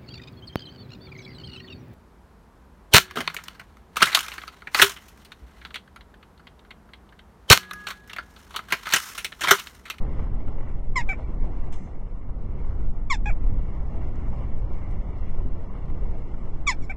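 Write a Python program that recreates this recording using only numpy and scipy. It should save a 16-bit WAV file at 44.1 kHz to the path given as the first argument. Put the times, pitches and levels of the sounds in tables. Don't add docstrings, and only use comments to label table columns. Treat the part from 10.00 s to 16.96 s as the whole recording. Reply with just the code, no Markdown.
import sys
import numpy as np
from scipy import signal
from scipy.fft import rfft, irfft, next_fast_len
from scipy.io import wavfile
from scipy.ndimage import uniform_filter1d, minimum_filter1d

SR = 44100
rng = np.random.default_rng(int(sys.argv[2]) if len(sys.argv) > 2 else 0)


def wrap_up_sound(samples):
    columns = np.atleast_2d(samples).T
    tamed = np.clip(columns, -1, 1)
    steps = np.round(tamed * 32767).astype(np.int16)
    wavfile.write(sys.argv[1], SR, steps)


def nominal_scale(level):
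    x = np.asarray(level, float) / 20
    return 10 ** x


N = 307136

# (start [s], length [s], first pitch [Hz], sag [Hz/s], effort [dB])
TCHAKS = [
    (0.958, 0.077, 1098, 4255, -24),
    (3.101, 0.072, 1175, 6800, -26),
    (6.669, 0.08, 1234, 7257, -24),
]
# (share of length, effort [dB], beak opening as treble [dB], roughness [0-1])
TCHAK_SHAPE = [
    (0, -6, -5.5, .08),
    (0.111, 0, 0.5, .12),
    (0.339, 0, 0, .13),
    (0.561, -7, 2, .22),
    (.79, -17.5, -3.5, 0.25),
    (.95, -44, -12, 0.15),
]
# (start [s], length [s], pitch [Hz], effort [dB], extra push at the start [dB])
KYOWS = [
    (1.09, .065, 770, -35.5, 11.5),
    (3.259, .069, 832, -33, 1.2),
    (6.897, 0.038, 777, -33, 0.1),
]
# (share of length, share of pitch, effort [dB], beak opening [dB], roughness [0-1])
KYOW_SHAPE = [
    (0, .97, -2, -3.5, .2),
    (0.199, 1.005, 0.7, -3.5, .08),
    (0.468, 1.001, -1.7, -1.5, 0),
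    (.67, 0.79, -4, -6.5, .06),
    (.82, 0.66, -15, -5, .08),
    (.999, 0.5, -29.5, -8, .12),
]
# (lowest overtones at the start [dB], at the end [dB], beak opening [dB])
CHEST = [
    (-2, -0.5, -12),
    (0.5, 1, -7),
    (-2.5, -1, -4.5),
    (-13.5, -3, -24.5),
    (-1.5, -3, -19.5),
    (-5, -11, -25),
]
# (time [s], length [s], pitch [Hz], level [dB])
WHISTLES = [
    (1.107, 0.039, 2310, -43.5),
    (3.283, 0.034, 2300, -43.5),
    (6.719, 0.018, 2350, -41.5),
    (6.913, .028, 2100, -57),
    (1.006, .02, 2140, -42),
    (3.14, 0.017, 2476, -49),
]
# (centre [Hz], width [Hz], gain [dB])
THROAT = [(2284, 750, 10), (1710, 230, -3), (2996, 710, -18), (3530, 380, 11.5), (4760, 610, -10),
          (5200, 250, 11.5), (6420, 170, -18.5), (7100, 1000, 6), (8250, 61, -20.5), (8730, 490, -37),
          (9780, 730, -21.5)]
ATTACK_S, RELEASE_S, BEAK_HZ, CHEST_HZ, PUSH_HZ_PER_DB = .0037, .012, 3120, 1790, 2
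SHUT_HZ, SHUT_WIDTH_HZ, SHUT_DB = 2074, 130, -18
NEST_DB, NEST_T60_S = -21, .02
ECHO_S, ECHO_DB, ECHO_HZ = .146, -29.5, 4200

# (time [s], hold [s], feather swish [dB], low flap [dB])
WING = [
    (1.722, 0.019, -56, -53),
    (1.754, 0.024, -65.5, -70.5),
    (1.833, 0.028, -74, -69.5),
]
WING_ATTACK_S = (.003, .006, .015)
WING_FADE_DB_PER_S = (708, 112.5, 503)
# (time [s], peak [dB], low body [dB])
TICKS = [(0.4008, -77.5, -3), (0.692, -61, 4.5), (0.8736, -66, 6.5), (2.934, -63, 1), (3.831, -61.5, -1.5),
         (4.1573, -54, -6.5), (4.2786, -61, 2), (4.733, -53.5, -10), (4.751, -65.5, -8.5),
         (4.9105, -52, -4.5), (5.3725, -65.5, -28), (5.8572, -62, -10), (5.881, -60.5, -5),
         (6.0368, -66, 12), (6.196, -71, -8.5)]

# (time [s], peak [dB])
PUFFS = [(0.402, -30.5), (0.478, -26), (0.628, -33), (1.528, -43), (1.64, -34), (2.236, -46), (3.587, -33),
         (4.277, -39), (5.406, -49), (5.898, -30), (6.314, -55), (6.341, -31)]
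PUFF_DB, PUFF_RISE_S, PUFF_TAIL_S = 1.5, .0006, .004
# (frequency [Hz], density [dB per Hz])
WIND = [(5, 0.5), (9, 5.5), (16, 2), (28, -6), (43, -8), (97, -18), (270, -30.5), (1000, -45.5),
        (2000, -55), (3500, -71), (5000, -74.5), (9600, -86), (12000, -101)]
# (time [s], level [dB])
GUST = [(0.0, -50), (0.35, -50.5), (0.73, -52.5), (0.93, -54.5), (1.18, -51), (1.3, -51), (1.74, -51),
        (2.02, -57), (2.27, -56.5), (2.64, -51.5), (2.95, -55.5), (3.16, -56.5), (3.33, -53.5),
        (4.03, -49.5), (5.33, -52.5), (6.05, -51), (6.28, -52), (6.96, -53.5)]
# (time [s], length [s], level [dB])
SHOVES = [(0.071, .06, 4.5), (0.295, 0.35, 6), (0.998, 0.11, 7), (1.425, 0.094, 11.5), (2.538, 0.045, 5),
          (2.813, 0.067, 7.5), (3.24, 0.096, 15.5), (3.513, .1, 11), (4.031, 0.054, 3), (4.506, 0.083, 1.5),
          (4.96, 0.084, 6), (5.457, 0.097, 8), (5.941, .06, 5.5), (6.152, 0.037, 6.5), (6.565, .05, 7),
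          (6.795, 0.052, 6.5), (6.96, 0.029, -10.5)]
# (time [s], level [dB])
FACING = [(0, -36.5), (1, -37.5), (2.102, -38.5), (2.7, -32.5), (3.1, -34.5), (3.602, -34), (5, -34),
          (6.96, -39)]
GUST_CENTRES_HZ = [15, 70, 220, 700, 3000]
GUST_FOLLOW = [.4, 0.501, .8, 0.951, 1.201]
SHOVE_FOLLOW = [0.92, 0.18, 0.36, 0.092, 0.0052]
FACING_FOLLOW = [0.18, 1, 0.033, 0.013, .01]
SETTLE_S, CRACKLE_DB, CRACKLE_PER_S = .03, 2.8, 160

# (centre [Hz], width [Hz], gain [dB])
HOUSING = [(1050, 400, 2), (1620, 450, -6), (2150, 400, 4), (2530, 180, -7), (2770, 200, 4), (3500, 250, 2),
           (3850, 200, -8), (4200, 300, 3), (4620, 280, -13), (5180, 300, 5), (5480, 150, -6),
           (5800, 150, -4), (6150, 400, 2), (6700, 200, -3), (7900, 200, -4)]
# (frequency [Hz], step over band rms [dB], margin to neighbours for dropping a band [dB])
CAMERA_STEPS = [(300, -20, -20), (900, -6, -8), (1600, 1.5, -4), (3000, 4.5, -2), (6000, 5.5, -1.5),
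                (9600, 5, -2)]
HISS_DB, TOP_HZ = -83, 9600


def level(x, db):
    return x * nominal_scale(db) / np.sqrt(np.mean(x ** 2))


def band(x, lo_hz, hi_hz, order=2):
    return signal.sosfilt(signal.butter(order, [lo_hz, hi_hz], "band", fs=SR, output="sos"), x)


def cavities(x, modes):
    for hz, width_hz, db in modes:
        w, a = 2 * np.pi * hz / SR, nominal_scale(db / 2)
        k = np.sin(w) * width_hz / hz / 2
        x = signal.lfilter([1 + k * a, -2 * np.cos(w), 1 - k * a], [1 + k / a, -2 * np.cos(w), 1 - k / a], x)
    return x


def walk(rate_hz, size):
    k = int(SR / rate_hz)
    held = np.repeat(rng.standard_normal(size // k + 1), k)
    return 1.26 * uniform_filter1d(uniform_filter1d(held, k), k)[:size]


def jackdaw():
    voice = np.zeros(N)
    for (s, hz, db, beak_db, rough), (*chest_db, open_db) in zip(call_curves(), CHEST):
        start, sound = call(np.transpose([s, hz, db, beak_db + open_db, rough]), chest_db)
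        voice[start:start + len(sound)] += sound
    voice = cavities(voice + whistles(), THROAT)
    t = np.arange(SR // 8) / SR
    scatter = rng.standard_normal((2, len(t))) * np.exp(-np.log(1000) * t / NEST_T60_S)
    scatter /= np.sqrt(np.sum(scatter ** 2, axis=1, keepdims=True))
    sticks = signal.fftconvolve(voice, scatter[0])[:N]
    bright = signal.lfilter(*signal.butter(1, ECHO_HZ, "high", fs=SR), voice)
    far = signal.fftconvolve(bright, scatter[1])
    echo = np.r_[np.zeros(int(ECHO_S * SR)), far][:N]
    return voice + nominal_scale(NEST_DB) * sticks + nominal_scale(ECHO_DB) * echo


def call_curves():
    share, db, beak_db, rough = np.transpose(TCHAK_SHAPE)
    for s, length, hz, sag, effort_db in TCHAKS:
        yield s + share * length, hz - sag * share * length, effort_db + db, beak_db, rough
    share, pitch, db, beak_db, rough = np.transpose(KYOW_SHAPE)
    for s, length, hz, effort_db, push_db in KYOWS:
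        push = push_db * np.clip(1 - share, 0, 1)
        pushed_hz = hz * pitch + PUSH_HZ_PER_DB * push * (share == 0)
        yield s + share * length, pushed_hz, effort_db + db + push, beak_db, rough


def call(rows, chest_db):
    s, *columns = np.transpose(rows)
    t = np.arange(s[0] - ATTACK_S, s[-1], 1 / SR)
    hz, db, beak_db, rough = (np.interp(t, s, c) for c in columns)
    rough = np.clip(rough, 0, 1)
    phase = 2 * np.pi * np.cumsum(hz * (1 + 0.17 * rough * walk(900, len(t)))) / SR
    k = np.arange(1, 19)[:, None]
    shut = beak_db < -17
    treble = 1 / (1 + (BEAK_HZ / (k * hz)) ** 14.0)
    chest = 1 / (1 + (k * hz / CHEST_HZ) ** 34.0)
    treble += 0.51 * np.exp(-((k * hz - 4300) / 700) ** 2) * shut
    overtone_db = beak_db * treble + chest * np.linspace(*chest_db, len(t)) - 2.6 * np.log2(k)
    overtones = nominal_scale(overtone_db) * (k * hz < SR / 4)
    overtones *= nominal_scale(SHUT_DB * np.exp(-((k * hz - SHUT_HZ) / SHUT_WIDTH_HZ) ** 2) * shut)
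    overtones *= nominal_scale(3.1 * treble * np.array([walk(130, len(t)) for _ in k]))
    tone = np.sum(overtones * np.sin(k * phase), axis=0) * nominal_scale(5.4 * rough * walk(500, len(t)))
    air = rng.standard_normal(len(t)) * (1 + np.cos(phase))
    breath = band(air, 1100, 3000) + nominal_scale(beak_db + 0.5) * band(air, 4500, 11000)
    onset = np.clip((t - t[0]) / ATTACK_S, 0, 1) ** 2
    release = np.clip((t[-1] - t) / RELEASE_S, 0, 1)
    voiced = tone + 1.3 * rough * breath
    return int(t[0] * SR), voiced * nominal_scale(db + 2.0) * onset * release


def whistles():
    out = np.zeros(N)
    for s, length, hz, db in WHISTLES:
        t = np.arange(int(length * SR)) / SR
        swell = np.sin(np.pi * t / length) ** 0.4 * nominal_scale(db + 2.5 * walk(250, len(t)))
        out[int(s * SR):int(s * SR) + len(t)] = swell * np.sin(2 * np.pi * hz * t)
    return out


def wing():
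    t, swish, flap = np.arange(N) / SR, 0, 0
    for (s, hold, swish_db, flap_db), attack, fade in zip(WING, WING_ATTACK_S, WING_FADE_DB_PER_S):
        stroke = np.clip((t - s) / attack, 0, 1) * nominal_scale(-fade * np.clip(t - s - hold, 0, 1))
        swish = swish + nominal_scale(swish_db) * stroke
        flap = flap + nominal_scale(flap_db) * stroke
    grain = rng.standard_normal(N) * nominal_scale(1.6 * walk(120, N))
    feathers = level(band(grain, 4700, 7600), 0) * swish
    thump = level(band(grain, 1500, 3400), 0) * flap
    return cavities(feathers + thump, HOUSING)


def ticks():
    out, t = np.zeros(N), np.arange(SR // 50) / SR
    for s, db, body_db in TICKS:
        snap = rng.standard_normal(len(t)) * np.exp(-t / 0.002)
        snap = band(snap, 2600, 7000) + nominal_scale(body_db) * 2 * band(snap, 900, 3000)
        out[int(s * SR):int(s * SR) + len(t)] += nominal_scale(db + 3) * snap
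    return cavities(out, HOUSING)


def puffs():
    out, t = np.zeros(N), np.arange(SR // 20) / SR
    for s, db in PUFFS:
        eddy = rng.standard_normal(len(t)) * np.exp(-t / PUFF_TAIL_S) * (1 - np.exp(-t / PUFF_RISE_S))
        out[int(s * SR):int(s * SR) + len(t)] += nominal_scale(db + PUFF_DB) * band(eddy, 560, 1500)
    return cavities(out, HOUSING)


def wind():
    size = next_fast_len(N)
    f, t = np.fft.rfftfreq(size, 1 / SR) + 1e-3, np.arange(N) / SR
    wind_hz, wind_db = np.transpose(WIND)
    shape = nominal_scale(np.interp(np.log(f), np.log(wind_hz), wind_db))
    noise = rfft(rng.standard_normal(size)) * shape * f ** 2 / (f ** 2 + 2.5 ** 2)
    gust, facing = (np.interp(t, *np.transpose(curve)) for curve in (GUST, FACING))
    shove = sum(db * np.exp(-((t[::64] - s) / length) ** 2) for s, length, db in SHOVES).repeat(64)[:N]
    swings = [curve - curve.mean() for curve in (gust, shove, facing)]
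    follows = (GUST_FOLLOW, SHOVE_FOLLOW, FACING_FOLLOW)
    out, throb = np.zeros(N), walk(35, N)
    crackle = CRACKLE_DB * np.clip(walk(CRACKLE_PER_S, N) - .5, 0, 3)
    for octave in np.arange(1, 14, .5):
        part = irfft(noise * np.clip(1 - 2 * abs(np.log2(f) - octave), 0, 1), size)[:N]
        slopes = [np.interp(octave, np.log2(GUST_CENTRES_HZ), row) for row in follows]
        gust_db = sum(slope * swing for slope, swing in zip(slopes, swings))
        throb_db = 1.8 * np.clip((octave - 7.5) / 5.6, 0, 1) * throb
        crackle_db = (8 < octave < 11.6) * crackle
        out += part * nominal_scale(gust_db + throb_db + crackle_db + 1.3 * walk(16, N))
    return level(cavities(out - out[0] * np.exp(-t / SETTLE_S), HOUSING), -22.0)


def camera_rounding(x, size=1024, count=8):
    n, k = np.arange(2 * size), np.arange(size // 2)
    window = np.sin(np.pi * (n[:, None] + .5) / (2 * size))
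    basis = np.cos(np.pi / size * np.outer(n + .5 + size / 2, k + .5)) * window
    padded = np.pad(x, (size, 2 * size - len(x) % size), "reflect").reshape(-1, size)
    lines = (np.hstack([padded[:-1], padded[1:]]) @ basis).reshape(len(padded) - 1, -1, count)
    hz = (np.arange(lines.shape[1]) + .5) * count * SR / (2 * size)
    table_hz, *columns = np.transpose(CAMERA_STEPS)
    step_db, drop_db = (np.interp(np.log(hz), np.log(table_hz), c) for c in columns)
    db = 10 * np.log10(np.mean(lines ** 2, axis=2) + 1e-20)
    waver = 4.5 * uniform_filter1d(rng.standard_normal(db.shape), size=2, axis=0)
    kept = db - uniform_filter1d(db, size=5, axis=1) + waver > drop_db
    finer_db = .25 * np.clip(db - np.median(db, axis=0) - 10, 0, 40)
    step = nominal_scale(db + step_db - finer_db)[..., None]
    rounded = np.round(lines / step) * step * kept[..., None]
    blocks = rounded.reshape(len(lines), -1) @ basis.T * 2 / size
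    return (blocks[1:, :size] + blocks[:-1, size:]).ravel()[:len(x)]


def steady(x, size, jump_db):
    power = x ** 2
    ahead = uniform_filter1d(power, size=size, origin=-size // 2)
    return ahead < nominal_scale(jump_db) * uniform_filter1d(power, size=2000, origin=999)


def scene():
    return (jackdaw() + wing() + ticks() + puffs() + wind())[None]


def top_cut(x):
    return signal.sosfilt(signal.butter(12, 9770, fs=SR, output="sos"), x)


def record(dry):
    x = dry[0] + nominal_scale(HISS_DB) * rng.standard_normal(N)
    x = signal.sosfilt(signal.ellip(10, .3, 70, TOP_HZ, fs=SR, output="sos"), x)
    calm = steady(band(x, 3000, 9000), 80, 16) & steady(band(x, 600, 2000), 160, 17)
    calm = uniform_filter1d(minimum_filter1d(1. * calm, size=1100, origin=-250), size=200)
    x = calm * camera_rounding(calm * x) + (1 - calm ** 2) * x
    mix = x[None] + nominal_scale(-108) * rng.standard_normal(dry.shape)
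    return top_cut(mix)


dry = scene()
out = record(dry)
wrap_up_sound(out)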